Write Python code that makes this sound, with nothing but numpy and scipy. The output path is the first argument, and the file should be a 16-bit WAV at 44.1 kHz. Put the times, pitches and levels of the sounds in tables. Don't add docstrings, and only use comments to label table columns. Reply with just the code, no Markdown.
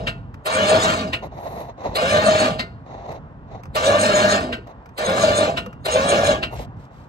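import sys
import numpy as np
from scipy import signal
from scipy.fft import rfft, irfft, next_fast_len
from scipy.io import wavfile
from scipy.ndimage import uniform_filter1d

SR = 44100
rng = np.random.default_rng(int(sys.argv[2]) if len(sys.argv) > 2 else 0)


def transcribe(u):
    v = np.clip(np.atleast_2d(u).T, -1, 1)
    q = np.round(v * 32767).astype(np.int16)
    wavfile.write(sys.argv[1], SR, q)


N = 312448
TIME = np.arange(N) / SR
HZ = np.fft.rfftfreq(N, 1 / SR)

# start in seconds, power off in seconds, first tooth rate
# in Hz, top tooth rate in Hz, offsets of rattle, housing and frame in dB, start clack in dB,
# tint of its bright knock in dB.
JOGS = [(-0.6, -0.17, 302, 635, -1.5, -1.5, -3.5, -28, 2),
        (0.461, 0.905, 240.3, 636.9, 2.1, -1.5, 1, -30.5, -7),
        (1.957, 2.441, 300.6, 625.1, 1.85, 0.1, 0.5, -30.5, 6.5),
        (3.755, 4.325, 368.4, 607.6, 2.4, 0.8, 1.6, -32.5, 3),
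        (4.981, 5.443, 333.9, 591.4, 0.33, 1, 0.5, -36.5, 1.5),
        (5.857, 6.309, 354.3, 575, 0.5, 1, 0.9, -32, 4)]
# time in seconds, level in dB, strongest ring in Hz,
# its relative level in dB, its t60 in seconds, then the tint in each of four bands in dB.
LOCKS = [(0.072, -22.5, 2640, -7, 0.21, 6, -1, 7, -4), (1.132, -22.5, 2815, -8, 0.21, 0, 4, 7.5, -6),
         (2.5943, -22.5, 2090, -3.5, 0.18, 7, -0.5, 0, 2.5), (4.5273, -27, 1556, -1, 0.18, 9, 3.5, 8, -3),
         (5.5718, -20, 2790, -16, 0.36, 8.5, -9, 4.5, -8), (6.429, -24, 2770, -10, 0.37, 7.5, -0.5, 10, -2)]
# frequency in Hz, relative density in dB.
RUB_SPECTRUM = [(100, -7.5), (430, -3.5), (680, 4), (1050, -7.5), (1550, -27.5), (1950, -18), (2350, -27),
                (2700, -26), (3200, -35), (3850, -24), (5000, -38), (6400, -33), (8200, -53.5),
                (12000, -91)]


def amp(db):
    return 10 ** (np.asarray(db) / 20)


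def unit(x):
    return x / np.sqrt(np.mean(x ** 2) + 1e-20)


def read(points):
    hz, value = np.transpose(points)
    return np.interp(np.log(HZ + 1), np.log(hz), value)


def colour(x, gain):
    cepstrum = irfft(np.log(np.maximum(gain, 1e-5)), N)
    cepstrum[1:N // 2] *= 2
    cepstrum[N // 2 + 1:] = 0
    return irfft(rfft(x) * np.exp(rfft(cepstrum)), N)


def resonances(modes):
    power = sum(amp(db) ** 2 / (1 + ((HZ - hz) / width) ** 2) ** 2 for hz, width, db in modes)
    return np.sqrt(power / power.max())


def noise():
    return rng.standard_normal((2, N))


def wander(rate_hz):
    size = next_fast_len(N, True)
    hz = np.fft.rfftfreq(size, 1 / SR)
    slow = rfft(rng.standard_normal(size)) * np.exp(-(hz / rate_hz) ** 2)
    return unit(irfft(slow, size)[:N])


def steady(x, window_s=0.088):
    power = uniform_filter1d(x ** 2, int(window_s * SR) + 1, axis=-1)
    return x / np.sqrt(power + 1e-12)


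def patchy(pair, narrow_db=4.0, broad_db=2.0):
    z = signal.stft(pair, nperseg=1024, noverlap=768)[2]
    narrow, broad = rng.standard_normal((2, *z.shape[1:]))
    for _ in range(2):
        narrow = uniform_filter1d(uniform_filter1d(narrow, size=2, axis=0), size=7, axis=1)
        broad = uniform_filter1d(uniform_filter1d(broad, size=12, axis=0), size=11, axis=1)
    gain = amp(narrow_db * unit(narrow) + broad_db * unit(broad))
    return signal.istft(z * gain, nperseg=1024, noverlap=768)[1][:, :N]


def strokes(rows, axis, fullness, soften_s=0.014):
    out = np.zeros(N)
    for row in rows:
        start, length = row[:2]
        inside = (TIME > start) & (TIME < start + length)
        arch = np.sin(np.pi * (TIME[inside] - start) / length) ** abs(fullness)
        out[inside] += amp(row[axis]) * arch
    window = np.hanning(int(2 * soften_s * SR) + 3)
    return signal.fftconvolve(out, window / window.sum(), "same")


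def rough_tones(rows, rough_rad, rough_hz, waver_db):
    out = np.zeros((2, N))
    for start, length, db, from_hz, to_hz in rows:
        span = (TIME > start) & (TIME < start + length)
        u = (TIME[span] - start) / length
        knots = np.arange(0, length + 1, 1 / rough_hz)
        glide = 2 * np.pi * np.cumsum(from_hz + (to_hz - from_hz) * u) / SR
        for channel in out:
            jitter = np.interp(u * length, knots, rng.standard_normal(len(knots)))
            waver = np.interp(u * length, knots, rng.standard_normal(len(knots)))
            tone = np.sin(glide + rough_rad * jitter)
            channel[span] += amp(db) * unit(tone * amp(waver_db * waver) * np.sin(np.pi * u) ** .5)
    return out


def underbody(pair, t60_s=.12, wet_db=-3):
    t = TIME[:SR // 3]
    tail = rng.standard_normal((2, len(t))) * amp(-60 * t / t60_s)
    tail /= np.linalg.norm(tail, axis=1, keepdims=True)
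    wet = signal.fftconvolve(pair, tail, axes=1)[:, :N]
    return (pair + amp(wet_db) * wet) / np.sqrt(1 + amp(wet_db) ** 2)


def clacks(rows, spectrum, hold_s, t60_s, gain_db, tail_db=-24, tail_t60_s=0.36, lead_s=.004,
           lead_db=-6, bands_hz=(), band_width=0.18):
    early = SR // 40
    t, out = TIME[:SR // 2] - early / SR, np.zeros((2, N))
    after = np.maximum(t - hold_s, 0)
    closing = amp(lead_db) * np.exp(-abs(t) / lead_s)
    dying = amp(-60 * after / t60_s) + amp(tail_db - 60 * after / tail_t60_s)
    shape = np.where(t < 0, closing, dying)
    grains = underbody(noise() * amp(1.6 * wander(460)), t60_s=0.079, wet_db=-0.5)
    chatter = unit(colour(grains, amp(read(spectrum))))
    hz = np.fft.rfftfreq(len(t), 1 / SR) + 1
    for s, db, *tints in rows:
        first = round(s * SR) - early
        span = slice(first, first + len(t))
        tint_db = sum(d * np.exp(-(np.log(hz / centre) / band_width) ** 2)
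                      for centre, d in zip(bands_hz, tints))
        blow = irfft(rfft(chatter[:, span]) * amp(tint_db), len(t))
        out[:, span] += blow * shape * amp(db + gain_db)
    return out


def port_lead(delay_s):
    return np.tanh(3 * np.sin(2 * np.pi * HZ * delay_s))


def spread(pair, width, direct, lead):
    mid, other = rfft(pair)
    led = np.clip(direct, 0, 1) * lead
    side = amp(read(width)) * (1j * led * mid + np.sqrt(1 - led ** 2) * other)
    return irfft(np.array([mid + side, mid - side]), N)


def outdoors(waver_db=3.0, split_hz=320, air_db=-39.5):
    # time in seconds, gain of the low band in dB.
    swell_points = [(0.0, -26.5), (0.42, -42.5), (1.2, -36), (1.66, -40.5), (2.7, -38.5), (4.1, -37.5),
                    (4.87, -44.5), (5.6, -34.5), (5.85, -40), (6.58, -35), (7.08, -44)]
    # frequency in Hz, relative density in dB.
    air_spectrum = [(15, -32), (25, -9), (133, -1), (164, -6), (227, -11), (281, -11.5), (322, -19),
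                    (919, -19.5), (1950, -36), (2230, -44), (2420, -43), (13900, -78.5), (15500, -95)]
    swell_db = np.interp(TIME, *np.transpose(swell_points))
    air = unit(colour(noise(), amp(read(air_spectrum))))
    low = signal.sosfilt(signal.butter(3, split_hz, "low", fs=SR, output="sos"), air)
    high = signal.sosfilt(signal.butter(3, split_hz, "high", fs=SR, output="sos"), air)
    return low * amp(swell_db + waver_db * wander(14.7)) + high * amp(air_db + 0.8 * wander(5))


def rustle(uneven_db=1.5):
    # start in seconds, length in seconds, level in dB.
    rustle_rows = [(6.52, 0.14, -46), (6.76, 0.13, -61.5), (6.9, 0.18, -61)]
    # frequency in Hz, relative density in dB.
    dry_spectrum = [(700, -18), (2000, -4), (4000, -8), (7000, -15), (9000, -17), (15000, -10.5)]
    grains = colour(noise() * amp(2.2 * wander(140)), amp(read(dry_spectrum)))
    return unit(grains) * strokes(rustle_rows, axis=2, fullness=0.63) * amp(uneven_db * wander(16))


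def squeaks():
    # start in seconds, length in seconds, level in dB, from Hz, to Hz.
    squeak_rows = [(6.503, 0.04, -49.5, 525, 760), (6.535, 0.067, -33, 118.6, 39.8),
                   (6.587, 0.033, -36.5, 644, 391), (6.642, 0.027, -45, 716, 664)]
    return rough_tones(squeak_rows, rough_rad=.7, rough_hz=201, waver_db=4.5)


def taps():
    # time in seconds, level in dB ahead of gain_db.
    tap_rows = [(1.226, -31), (1.593, -39), (1.78, -41), (2.863, -40), (2.942, -37.5), (3.157, -36),
                (6.594, -31)]
    return clacks(tap_rows, RUB_SPECTRUM, hold_s=0.004, t60_s=0.077, gain_db=-2.5, tail_t60_s=0.1,
                  lead_s=0.0015)


def hand(body_db=0.33, grain_db=1.1, uneven_db=2.5, hiss_db=3, hiss_hz=11700, hiss_width_hz=1100):
    # start in seconds, length in seconds, body in dB, fine hiss in dB; both ahead of the gains.
    rub_rows = [(1.219, 0.06, -29.5, -57), (1.31, 0.42, -32.5, -54.5), (1.588, 0.041, -55, -52),
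                (1.775, 0.18, -31, -66), (1.835, 0.059, -32, -73), (2.855, 0.22, -37.5, -91),
                (3.05, 0.14, -33.5, -66), (3.475, 0.145, -41, -83), (4.664, 0.064, -38.5, -72),
                (6.505, 0.072, -32.5, -51.5), (6.587, 0.059, -37, -53)]
    slips = noise() * amp(grain_db * wander(200))
    body = steady(colour(slips, amp(read(RUB_SPECTRUM)))) * strokes(rub_rows, axis=2, fullness=0.5)
    body *= amp(body_db + uneven_db * wander(32.1))
    hiss = unit(colour(slips, resonances([(hiss_hz, hiss_width_hz, 0)])))
    hiss *= strokes(rub_rows, axis=3, fullness=1.4)
    return body + amp(hiss_db) * hiss


def switch_ticks():
    # time in seconds, level in dB ahead of gain_db.
    tick_rows = [(0.342, -35.5), (1.8322, -55), (3.1194, -36), (3.6346, -33), (3.6554, -38.5),
                 (4.6718, -39), (4.859, -39), (4.8911, -45), (5.6618, -28), (5.7294, -37)]
    # frequency in Hz, relative density in dB.
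    tick_spectrum = [(200, 5), (470, 12), (800, 5), (1200, 15), (1700, 6), (2400, 10), (3400, -5),
                     (6000, -3.5), (8000, -13), (12000, -2), (15000, 2)]
    return clacks(tick_rows, tick_spectrum, hold_s=0.0015, t60_s=0.031, gain_db=-5.0, tail_db=-20,
                  tail_t60_s=0.15, lead_s=0.0012)


def start_clacks():
    # frequency in Hz, relative density in dB.
    snap_spectrum = [(5000, -31), (10000, -2), (15000, 8)]
    clack_spectrum = [(100, -52.5), (300, -21), (400, -9), (520, 2), (680, -6), (950, -20), (2000, -18.5),
                      (2700, -20), (3400, -25.5), (4200, -15.5), (5500, -36.5), (8000, -28), (12000, -18.5),
                      (15000, -22.5)]
    starts = [(s, db, knock_db) for s, *_, db, knock_db in JOGS if s > 0]
    snap = clacks(starts, snap_spectrum, hold_s=.005, t60_s=.025, gain_db=5.0, tail_db=-26,
                  tail_t60_s=.1, lead_s=.002)
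    return snap + clacks(starts, clack_spectrum, hold_s=0.0086, t60_s=0.06, gain_db=13.5,
                         lead_s=0.0044, lead_db=0.0, bands_hz=[4000])


def lock_clacks():
    # frequency in Hz, relative density in dB.
    stop_spectrum = [(100, 4), (200, 5.5), (400, 2.5), (700, 8), (1100, 0.5), (1500, -1), (2200, 3),
                     (2800, -1), (3400, -5.5), (4200, 2.5), (6000, -16), (8500, -18), (12000, -16),
                     (15000, -13.5)]
    tint_bands_hz = [1460, 1870, 2820, 4430]
    stops = [(s, db, *tints) for s, db, _, _, _, *tints in LOCKS]
    return clacks(stops, stop_spectrum, hold_s=0.0108, t60_s=0.1, gain_db=-2.5, tail_db=-20.5,
                  tail_t60_s=0.42, lead_s=0.004, lead_db=-2.5, bands_hz=tint_bands_hz)


def lock_ring(ring_db=-7, rise_s=0.0054):
    # frequency in Hz, level in dB ahead of ring_db, t60 in seconds.
    lock_modes = [(675, -4.5, 0.4), (1250, -9.5, 0.24), (1420, -9, 0.36), (1490, -12, 0.25),
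                  (1820, -10, 0.27), (2020, -29.5, 0.36), (2230, -12, 0.22), (2790, -16, 0.36),
                  (2880, -18, .14), (3670, 10.5, 0.044), (4000, -0.5, 0.1), (5370, -6, 0.085)]
    t, out = TIME[:SR // 2], np.zeros((2, N))
    for s, db, main_hz, main_db, main_t60_s, *_ in LOCKS:
        modes = [(hz, d + ring_db, t60_s) for hz, d, t60_s in lock_modes]
        modes.append((main_hz, main_db, main_t60_s))
        ring = sum(amp(d - 60 * t / t60_s) * np.sin(2 * np.pi * (hz * t + rng.random((2, 1))))
                   for hz, d, t60_s in modes)
        part = out[:, round(s * SR):][:, :len(t)]
        part += (amp(db) * ring * (1 - np.exp(-t / rise_s)))[:, :part.shape[1]]
    return out


def jerks(rise_s=0.0032, ring_t60_s=0.09, crack_db=-19, crack_t60_s=0.01, thud_db=-12, thud_hz=215,
          thud_t60_s=0.081):
    # time in seconds, level in dB, ring in Hz.
    jerk_rows = [(0.71, -6.5, 646), (0.744, -4, 630), (2.263, -3, 610), (2.282, 0, 646),
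                 (3.867, -18.5, 563), (4.136, -5.5, 602), (5.069, -10, 630), (5.235, -0.5, 635),
                 (5.664, -24, 495.4), (5.949, -13, 560), (5.976, -15.5, 595), (6.124, -12.5, 564),
                 (6.283, -10.5, 589.6)]
    t, out = TIME[:SR // 4], np.zeros((2, N))
    for s, db, hz in jerk_rows:
        ring = np.sin(2 * np.pi * hz * t) * amp(-60 * t / ring_t60_s)
        thud = np.sin(2 * np.pi * thud_hz * t) * amp(thud_db - 60 * t / thud_t60_s)
        dull = signal.lfilter([1], [1, -1.5, .6], rng.standard_normal((2, len(t))))
        crack = unit(dull)
        crack *= amp(crack_db - 60 * t / crack_t60_s)
        out[:, round(s * SR):][:, :len(t)] += amp(db) * ((ring + thud) * (1 - np.exp(-t / rise_s)) + crack)
    return out


def groans():
    # start in seconds, length in seconds, level in dB, from Hz, to Hz.
    groan_rows = [(1.0, 0.08, -29.5, 247.7, 171), (2.42, 0.06, -30, 262, 231),
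                  (2.475, 0.06, -27, 218.3, 130), (4.36, 0.22, -32, 261.7, 235.5),
                  (5.44, 0.075, -38.5, 272.6, 125), (5.64, 0.06, -37, 201.6, 195)]
    return rough_tones(groan_rows, rough_rad=0.9, rough_hz=90, waver_db=4)


def singing():
    # start in seconds, length in seconds, level in dB, from Hz, to Hz.
    singing_rows = [(0.58, 0.084, -32, 2930, 2990), (0.69, 0.14, -47, 4860, 5160),
                    (2.12, 0.13, -31.5, 1785, 1860), (2.24, 0.18, -48, 1720, 1650),
                    (4.09, 0.32, -32, 1633, 1670), (4.22, 0.188, -35.5, 1806, 1830),
                    (6.04, 0.38, -37.5, 1682, 1647)]
    return rough_tones(singing_rows, rough_rad=0.43, rough_hz=129.0, waver_db=-0.5)


def motion(flutter=.005, spin_up_s=0.08, lock_hz=361.4, coast_bend=1.4, teeth_per_turn=88):
    tight_spots_s = [-0.2, 0.700, 2.270, 4.173, 5.225, 6.106]
    latest = np.maximum(np.searchsorted([row[0] for row in JOGS], TIME, side="right") - 1, 0)
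    start, off, first_hz, top_hz, rattle_db, housing_db, frame_db, *_ = np.array(JOGS)[latest].T
    lock = np.array(LOCKS)[latest, 0]
    age = np.maximum(TIME - start, 0)
    coast = np.clip((TIME - off) / (lock - off), 0, 1)
    hz = top_hz + (first_hz - top_hz) * np.exp(-age / spin_up_s)
    hz += (lock_hz - hz) * coast ** coast_bend
    teeth = np.cumsum(hz * (1 + flutter * wander(40))) / SR
    turns = (teeth - np.interp(tight_spots_s, TIME, teeth)[latest]) / teeth_per_turn
    return dict(teeth=teeth, turns=turns, age=age, coast=coast, since_off=TIME - off,
                since_lock=TIME - lock, rattle_db=rattle_db, housing_db=housing_db, frame_db=frame_db)


def envelope(run, level_db, start_db, build_s, coast_db, bend, throb_db, lag_turns, fall_s, rise_s=0.011):
    db = level_db + start_db * np.exp(-(run["age"] / build_s) ** 2) + coast_db * run["coast"] ** bend
    db += throb_db * np.cos(2 * np.pi * (run["turns"] - lag_turns))
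    rise = np.minimum(run["age"] / rise_s, 1)
    return amp(db) * rise * np.clip(1 - run["since_lock"] / fall_s, 0, 1)


def pulling(run, spin_up_s, slack_s=0.033, let_go_s=0.084):
    ramp_up = np.clip((run["age"] - slack_s) / spin_up_s, 0, 1)
    return ramp_up * np.clip(1 - run["since_off"] / let_go_s, 0, 1)


def running_up(run, centre_s=0.08, width_s=0.045):
    return np.exp(-((run["age"] - centre_s) / width_s) ** 2)


def tooth_blows(teeth, uneven_db=5, hiss=0.5):
    hit = np.diff(np.floor(teeth), prepend=0) > 0
    blows = hit * amp(uneven_db * np.clip(noise(), -2, 2)) * np.sign(noise())
    return unit(blows) + hiss * noise()


def scrapes(teeth, swell_s=0.02, fade_s=0.022):
    # time in seconds, level in dB.
    scrape_rows = [(0.552, -31), (0.698, -28.5), (0.838, -26.5), (2.117, -30), (2.272, -31), (2.402, -31),
                   (3.865, -26), (4.021, -25), (4.176, -23), (4.316, -25), (5.064, -30.5), (5.223, -25.5),
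                   (5.375, -26), (5.931, -28.5), (6.101, -25.5), (6.268, -27.5)]
    # frequency in Hz, relative density in dB.
    scrape_spectrum = [(1000, -27), (2500, -16), (3800, 8), (4700, -0.5), (5900, 0), (6800, 11), (7500, 2),
                       (8350, 13), (9000, 0), (12000, -11.5), (15000, -8.5)]
    swell = np.zeros(N)
    for s, db in scrape_rows:
        peak = 1 / (1 + ((TIME - s) / np.where(TIME < s, swell_s, fade_s)) ** 2)
        swell += amp(db) * peak * np.exp(-((TIME - s) / (4 * swell_s)) ** 2)
    rasp = patchy(underbody(tooth_blows(teeth), t60_s=0.014, wet_db=3.5), narrow_db=7.0)
    return steady(colour(rasp, amp(read(scrape_spectrum)))) * swell


def growl(teeth, shaking, count=6, order_db=(-8, -7, -12), throb_db=3):
    turn = 2 * np.pi * teeth / count
    orders = [amp(db) * unit(np.sin(k * turn) * amp(throb_db * wander(22.0)))
              for k, db in enumerate(order_db, 1)]
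    return sum(orders) * shaking


def mount(drive, mount_db=0.5):
    # frequency in Hz, width in Hz, level in dB ahead of mount_db, phase between ports in radians.
    steel_modes = [(870, 28, -10, 3.2), (996, 12, -7.5, 2.9), (1101, 17, -14, 1.87),
                   (1183, 13, -12.5, 0.36), (1400, 39, -6.5, 2.44), (1552, 16, -5, 2.6),
                   (1815, 20, -15, 0.42), (2151, 38, -16.5, 0.67), (3825, 34, -14.5, 0.5),
                   (4000, 59, -23.5, 0.85), (4150, 28, -15.5, 0.72), (4940, 23, -36.5, .8)]
    t, out = TIME[:SR // 2], np.zeros((2, N))
    for hz, width, db, phase in steel_modes:
        ring = np.exp((2j * np.pi * hz - np.pi * width) * t)
        mode = signal.fftconvolve(drive * rng.standard_normal(N), ring / np.linalg.norm(ring.real))[:N]
        out += amp(db + mount_db) * (mode * np.exp(.5j * phase * np.array([[1], [-1]]))).real
    return out


def grind(teeth, count=6, size=400, shift_hz=7):
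    flanks = rng.standard_normal((2, 2, size)) * amp(2.4 * rng.standard_normal((2, 2, size)))
    place = teeth / count % 1 * size
    inner, outer = np.array([[np.interp(place, np.arange(size), flank) for flank in track]
                             for track in flanks])
    shift = np.pi / 2 * wander(shift_hz)
    return unit(inner * np.cos(shift) + outer * np.sin(shift))


def backlash(metal, per_s=130, uneven_db=3, backlash_db=-12, dull_hz=4000):
    slaps = (rng.random(N) < per_s / SR) * amp(uneven_db * np.minimum(rng.exponential(1, N), 2))
    dull_metal = metal / (1 + (HZ / dull_hz) ** 4)
    return unit(colour(slaps * np.sign(noise()), dull_metal)) * amp(backlash_db)


def overtones(run, rattling, swell_db=4, rough_rad=0.74, spin_up_s=0.075):
    # multiple of the tooth rate, level in dB.
    overtone_rows = [(1.999, -16.5), (2.74, -14.5), (3, -11.5), (4, -18.5), (5, -18.5), (5.999, -15.5),
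                     (6.999, -13.5)]
    out = np.zeros((2, N))
    for multiple, db in overtone_rows:
        phase = 2 * np.pi * (multiple * run["teeth"] + rng.random((2, 1)))
        tone = np.sin(phase + rough_rad * wander(80))
        out += amp(db) * unit(tone * amp(swell_db * np.clip(wander(23), -1.5, 1.5)))
    return underbody(out * pulling(run, spin_up_s), t60_s=0.093, wet_db=1.5) * rattling


def whine(run, droning, whine_db=-4.0, waver_db=2.5, loose_rad=0.7, tight_rad=0.44, settle_s=0.27,
          spin_up_s=0.12):
    play = loose_rad + (tight_rad - loose_rad) * pulling(run, settle_s)
    play *= 1 - .5 * running_up(run)
    quarter_turn = np.array([[0], [np.pi / 2]])
    tone = np.sin(2 * np.pi * run["teeth"] + play * wander(52) + quarter_turn)
    tone = unit(tone * amp(waver_db * np.clip(wander(80), -2, 1.3)))
    return tone * amp(whine_db) * pulling(run, spin_up_s) * droning


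def gears(teeth, rattling, droning, shaking, ring_db=2, drone_db=-5, grind_db=-4):
    # frequency in Hz, half-width in Hz, level in dB (the gearbox uses a quarter of it).
    gearbox_modes = [(2320, 73, 4), (2720, 150, -3), (2920, 52, -13), (3170, 76, 3.5), (3710, 63, 14.5),
                     (4000, 41, -15), (4480, 27, -6.5), (5370, 22, -29), (6570, 43, -21.5),
                     (6630, 190, 4.5), (7200, 23, -6), (8200, 120, -12.5), (8100, 220, 1)]
    housing_modes = [(480, 2.6, -6.5), (567, 190, -2.5), (629.7, 12.4, 15), (680, 6.1, 11), (799, 30, -3)]
    # frequency in Hz, relative density in dB.
    rattle_spectrum = [(300, -21.5), (480, 9.5), (800, 2.5), (1100, 4), (1700, 0), (2000, -4), (2600, -1),
                       (3400, -5), (4000, -5), (5200, -6), (6000, -12), (6800, -11.5), (8400, -17.5),
                       (15000, -14.5)]
    frame_spectrum = [(21, -30), (35, -13.5), (96, -1.5), (145, -4.5), (204, 1.5), (235, 2), (310, -3.5),
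                      (342, -4.5), (412, -3), (480, -3.5), (620, -23.5), (1060, -120)]
    ringing = resonances([(hz, width, db / 4) for hz, width, db in gearbox_modes])
    metal = amp(read(rattle_spectrum)) * (1 + amp(ring_db) * ringing)
    contact = tooth_blows(teeth) + amp(grind_db) * grind(teeth)
    rattle = steady(patchy(colour(underbody(contact, t60_s=0.26, wet_db=1.5), metal)))
    rattle = (rattle + backlash(metal)) * amp(0.93 * wander(42)) * rattling
    drone = steady(colour(tooth_blows(teeth), resonances(housing_modes)), window_s=0.11)
    drone *= amp(drone_db) * droning
    rumble = steady(patchy(colour(tooth_blows(teeth), amp(read(frame_spectrum)))), window_s=0.068)
    return rattle + drone + rumble * shaking


def scene():
    # start in seconds, length in seconds, level in dB.
    surge_rows = [(0.545, 0.14, -6.5), (0.68, 0.12, 2), (0.836, 0.12, -1), (2.018, 0.05, -5),
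                  (2.125, 0.076, 0.5), (2.31, 0.06, -0.5), (2.398, 0.038, -1.5), (2.475, 0.054, -5),
                  (3.86, 0.072, 1.5), (3.937, 0.038, 0), (4.013, 0.05, -3.5), (4.085, 0.032, -1.5),
                  (4.15, 0.072, -5.5), (4.235, 0.06, -1.5), (4.31, 0.06, -5.5), (5.07, 0.029, -4.5),
                  (5.268, 0.062, -5), (5.372, 0.069, -5.5), (5.475, 0.036, 1), (5.935, 0.042, -1.5),
                  (6.097, 0.071, 0), (6.172, 0.046, -5), (6.233, 0.0086, 3), (6.275, 0.066, -3)]
    # frequency in Hz, side minus mid in dB.
    winch_width = [(60, -13), (92, -31.5), (140, -6.5), (210, -36), (330, -9.5), (500, -9), (770, -6),
                   (1170, 5.5), (1790, 1), (2740, 2), (4190, -1), (6410, -6), (9810, 11.5), (11200, 7),
                   (15000, -32)]
    near_width = [(60, -12), (150, -12.5), (380, -9.5), (950, 1), (2380, 1.5), (5980, -0.5), (15000, 10)]
    around = outdoors() + rustle() + squeaks() + taps() + hand()

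    run = motion()
    teeth = run["teeth"]
    rattling = amp(run["rattle_db"]) * envelope(
        run, level_db=-26.5, start_db=-2.0, build_s=0.15, coast_db=-25.0, bend=1.5,
        throb_db=0.94, lag_turns=0.22, fall_s=0.015)
    droning = amp(run["housing_db"]) * envelope(
        run, level_db=-18.5, start_db=2.0, build_s=0.21, coast_db=-10.0, bend=3.3,
        throb_db=1.0, lag_turns=0.29, fall_s=0.075)
    shaking = amp(run["frame_db"]) * envelope(
        run, level_db=-26.0, start_db=-15.5, build_s=0.1, coast_db=-9.0, bend=1.8,
        throb_db=0.95, lag_turns=0.32, fall_s=0.18)
    surging = strokes(surge_rows, axis=2, fullness=0.34, soften_s=.003)
    droning *= amp(-2.5) + surging
    shaking *= amp(-2.0) + amp(-13) * surging

    winch = gears(teeth, rattling, droning * amp(-2 * running_up(run)), shaking)
    winch += whine(run, droning * amp(5 * running_up(run))) + overtones(run, rattling)
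    winch += growl(teeth, shaking) + scrapes(teeth) + singing() + groans() + jerks()
    winch += start_clacks() + lock_clacks() + lock_ring() + switch_ticks()

    winch = spread(winch, winch_width, direct=0.83, lead=port_lead(delay_s=-0.00045))
    around = spread(around, near_width, direct=0.66, lead=port_lead(delay_s=0.00025))
    return winch + mount(rattling) + around


def record(dry, edge_hz=15900):
    # frequency in Hz, gain in dB.
    tone_balance = [(20, -30), (32, -18.5), (48, 1.5), (80, -2), (8500, -1), (9200, -16.5), (9900, -36.5),
                    (10700, -15), (11300, -7), (12200, -11), (13000, -15), (16000, -27.5)]
    # frequency in Hz, left minus right in dB.
    lean_points = [(2400, -0.5), (4300, 2.5), (8000, 0)]
    heard = colour(dry, amp(read(tone_balance)))
    heard = irfft(rfft(heard) * amp(.5 * read(lean_points) * np.array([[1], [-1]])), N)
    low_pass = signal.firwin(511, edge_hz, window=("kaiser", 9), fs=SR)
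    return signal.oaconvolve(heard, low_pass[None], "same")


dry = scene()
out = record(dry)
transcribe(out)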